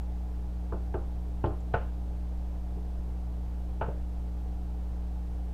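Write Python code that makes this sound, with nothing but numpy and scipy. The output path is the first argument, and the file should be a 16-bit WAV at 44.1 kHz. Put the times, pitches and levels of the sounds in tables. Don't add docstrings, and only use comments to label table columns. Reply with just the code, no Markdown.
import sys
import numpy as np
from scipy import signal
from scipy.fft import rfft, irfft
from scipy.io import wavfile

SR = 44100
rng = np.random.default_rng(int(sys.argv[2]) if len(sys.argv) > 2 else 0)


def int16_out(signal):
    q = np.round(np.clip(np.atleast_2d(signal).T, -1, 1) * 32767)
    wavfile.write(sys.argv[1], SR, q.astype(np.int16))


N = 243917
TIME = np.arange(N) / SR


def from_db(db):
    return 10 ** (np.asarray(db) / 20)


def rms_one(x):
    return x / np.sqrt(np.mean(x ** 2) + 1e-20)


def shaped_noise(spectrum, size):
    hz, db = np.transpose(spectrum)
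    bin_hz = np.maximum(np.arange(size // 2 + 1) * SR / size, 1)
    gain = from_db(np.interp(np.log(bin_hz), np.log(hz), db))
    white = rfft(rng.standard_normal(size))
    return rms_one(irfft(white * gain, size))


def resonate(x, hz, width_hz):
    radius = np.exp(-np.pi * width_hz / SR)
    numerator = np.array([1, 0, -1]) * (1 - radius ** 2) / 2
    denominator = [1, -2 * radius * np.cos(2 * np.pi * hz / SR), radius ** 2]
    return signal.lfilter(numerator, denominator, x)


def low_pass(x, hz):
    sections = signal.butter(3, min(hz, SR / 2 - 1), fs=SR, output="sos")
    return signal.sosfilt(sections, x)


def dying(t, t60):
    return np.exp(-np.log(1000) * t / t60)


def swell(t, rise_s):
    return 1 - np.exp(-(t / rise_s) ** 2)


def add(track, s, sound):
    start = round(s * SR)
    track[start:start + len(sound)] += sound[:N - start]


MAINS_HZ = 59.985
# multiple of the mains frequency, level in dB rms before the waver.
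HUM_HARMONICS = [(1, -33.5), (2, -55), (3, -47.5), (4, -63.5), (5, -56.5), (7, -65.5)]


def hum(waver):
    out = np.zeros(N)
    for multiple, db in HUM_HARMONICS:
        slow = shaped_noise([(1, 0), (4, -3), (20, -40), (100, -120)], N)
        phase = 2 * np.pi * (multiple * MAINS_HZ * TIME + rng.random())
        peak = np.sqrt(2) * from_db(db)
        out += peak * (1 + waver * slow) * np.sin(phase)
    return out


AIR_DB = -43.5
# frequency in Hz, relative density in dB per Hz.
AIR_SPECTRUM = [(16, 3), (32, -1.5), (50, -15), (85, -9.5), (108, -11.5), (150, -19.5), (260, -21.5),
                (480, -21.5), (800, -23.5), (1100, -32.5), (2000, -41.5), (3300, -44), (8000, -51),
                (15500, -55.5)]
# frequency in Hz, width in Hz, level in dB rms.
WHIRR_RESONANCES = [(109.6, 9.3, -56), (733, 20, -65), (842, 6.5, -69.5), (12200, 400, -87.5)]


def air():
    out = from_db(AIR_DB) * shaped_noise(AIR_SPECTRUM, N)
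    for hz, width_hz, db in WHIRR_RESONANCES:
        whirr = resonate(rng.standard_normal(N), hz, width_hz)
        out += from_db(db) * rms_one(whirr)
    return out


# start in seconds, level in dB rms before onset and decay, centre frequency in Hz.
BRISTLE_SMACKS = [(1.4570, -55, 2930), (1.458, -67, 4300), (1.601, -66, 7000)]


def smacks(t60, width_hz, rise_s):
    out, t = np.zeros(N), TIME[:SR // 5]
    for s, db, hz in BRISTLE_SMACKS:
        fizz = resonate(rng.standard_normal(len(t)), hz, width_hz)
        fizz = resonate(fizz, hz, width_hz)
        add(out, s, from_db(db) * rms_one(fizz) * dying(t, t60) * swell(t, rise_s))
    return out


KITCHEN_T60_S = 0.38
# frequency in Hz, relative dB per Hz at the side wall, relative dB per Hz at the corner.
CLACK_SPECTRUM = [(99, -1.5, -15), (258, 0, -6.5), (450, -1.5, 0.5), (880, -4.5, 1.5), (1070, -10, -7.5),
                  (1480, -10.5, -1.5), (1950, -31.5, -16.5), (2880, -23, -15), (3760, -35, -29.5),
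                  (8000, -39, -39)]


def clack(t, place, t60, room_db):
    spectrum = [(hz, (1 - place) * wall_db + place * corner_db)
                for hz, wall_db, corner_db in CLACK_SPECTRUM]
    tail = from_db(room_db) * dying(t, KITCHEN_T60_S)
    return shaped_noise(spectrum, len(t)) * np.hypot(dying(t, t60), tail)


# frequency in Hz, relative dB struck at the side wall, relative dB struck at the corner,
# t60 in seconds before the ring-time factor.
DISH_MODES = [(126.8, -9.5, -8, 0.16), (194.4, -11.5, -14.5, 0.18), (304.7, -8, -28, 0.19),
              (354, -9, -27.5, 0.28), (389.6, -6.5, -22, 0.18), (415, -11, -19.5, 0.26),
              (460, -13.5, -9.5, 0.23), (530, -21, -15.5, 0.38), (577, -28, -16, 0.29),
              (620, -16, -25, 0.41), (678, -13, -6.5, 0.18), (722.5, -29.5, -9, 0.22),
              (791, -19.5, -35, 0.55), (875, -13, -6.5, 0.17), (932, -28, -11, 0.19),
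              (1051, -27.5, -19.5, 0.3), (1050, -28, -33, 0.46), (1180, -22, -18, 0.14),
              (1203, -27.5, -27.5, 0.31), (1313, -25, -14.5, 0.22), (1364, -26, -19.5, 0.092),
              (1448, -54, -10.5, 0.12), (1505, -25, -14.5, 0.17), (1574, -28, -24.5, 0.09),
              (1830, -41, -36, 0.15), (1860, -36, -24, 0.2), (2510, -58, -43, 0.081),
              (2550, -43, -37, 0.18), (2840, -44, -37, 0.18)]


def dish_ring(t, place, ring_time, spread_db, lag_s):
    hz, wall_db, corner_db, t60 = np.transpose(DISH_MODES)[:, :, None]
    mode_db = (1 - place) * wall_db + place * corner_db
    gain = from_db(mode_db + rng.normal(0, spread_db, hz.shape))
    age = np.maximum(t - rng.uniform(0, lag_s, hz.shape), 0)
    modes = gain * dying(age, t60 * ring_time) * np.sin(2 * np.pi * hz * age)
    return np.sum(modes, axis=0)


# start in seconds, strength in dB, place from 0 at the side wall to 1 at the corner,
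# contact brightness as a low-pass frequency in Hz.
DISH_BUMPS = [(0.7212, -6.5, 0.067, 1650), (0.9396, -4, 0, 2400), (1.4384, -0.1, 0.01, 3060),
              (1.4620, -4, 0, 526), (1.5030, -17.5, 0.52, 1400), (1.737, 0.5, 0.95, 4270),
              (2.7630, -17, 0.17, 554), (3.8104, -2.5, 0.88, 2950), (3.8800, -6.5, 1, 586)]
# frequency in Hz, t60 in seconds, build-up in seconds.
DISH_ROCKING = (93.3, 0.28, 0.0062)
# thump in dB at strength 0, at the side wall and at the corner.
ROCKING_THUMP_DB = (-25.5, -29.5)
MEAT_RING_FACTOR = (.78, 0.86)
THUMP_GROWTH = 1.54


def bumps(ring_db, clack_db, rise_s):
    out, t = np.zeros(N), TIME[:SR // 2]
    rock_hz, rock_t60, rock_rise_s = DISH_ROCKING
    thump = np.sin(2 * np.pi * rock_hz * t) * dying(t, rock_t60) * swell(t, rock_rise_s)
    for s, db, place, bright_hz in DISH_BUMPS:
        place = np.clip(place, 0, 1)
        ring_time = np.interp(place, (0, 1), MEAT_RING_FACTOR)
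        thump_db = np.interp(place, (0, 1), ROCKING_THUMP_DB) + THUMP_GROWTH * db
        glass = from_db(ring_db) * dish_ring(t, place, ring_time, spread_db=1.7, lag_s=0.00402)
        contact = from_db(clack_db) * clack(t, place, t60=0.067, room_db=-12.0)
        knock = low_pass((glass + contact) * swell(t, rise_s), bright_hz)
        add(out, s, from_db(db) * knock + from_db(thump_db) * thump)
    return out


def scene():
    dish = bumps(ring_db=-22.0, clack_db=-24.5, rise_s=0.0022)
    brush = smacks(t60=0.08, width_hz=1300, rise_s=0.0018)
    appliance = hum(waver=0.037) + air()
    return (dish + brush + appliance)[None]


CUTOFF_HZ = 15600


def record(dry):
    sections = signal.ellip(12, 0.1, 90, CUTOFF_HZ, fs=SR, output="sos")
    return signal.sosfilt(sections, dry)


dry = scene()
out = record(dry)
int16_out(out)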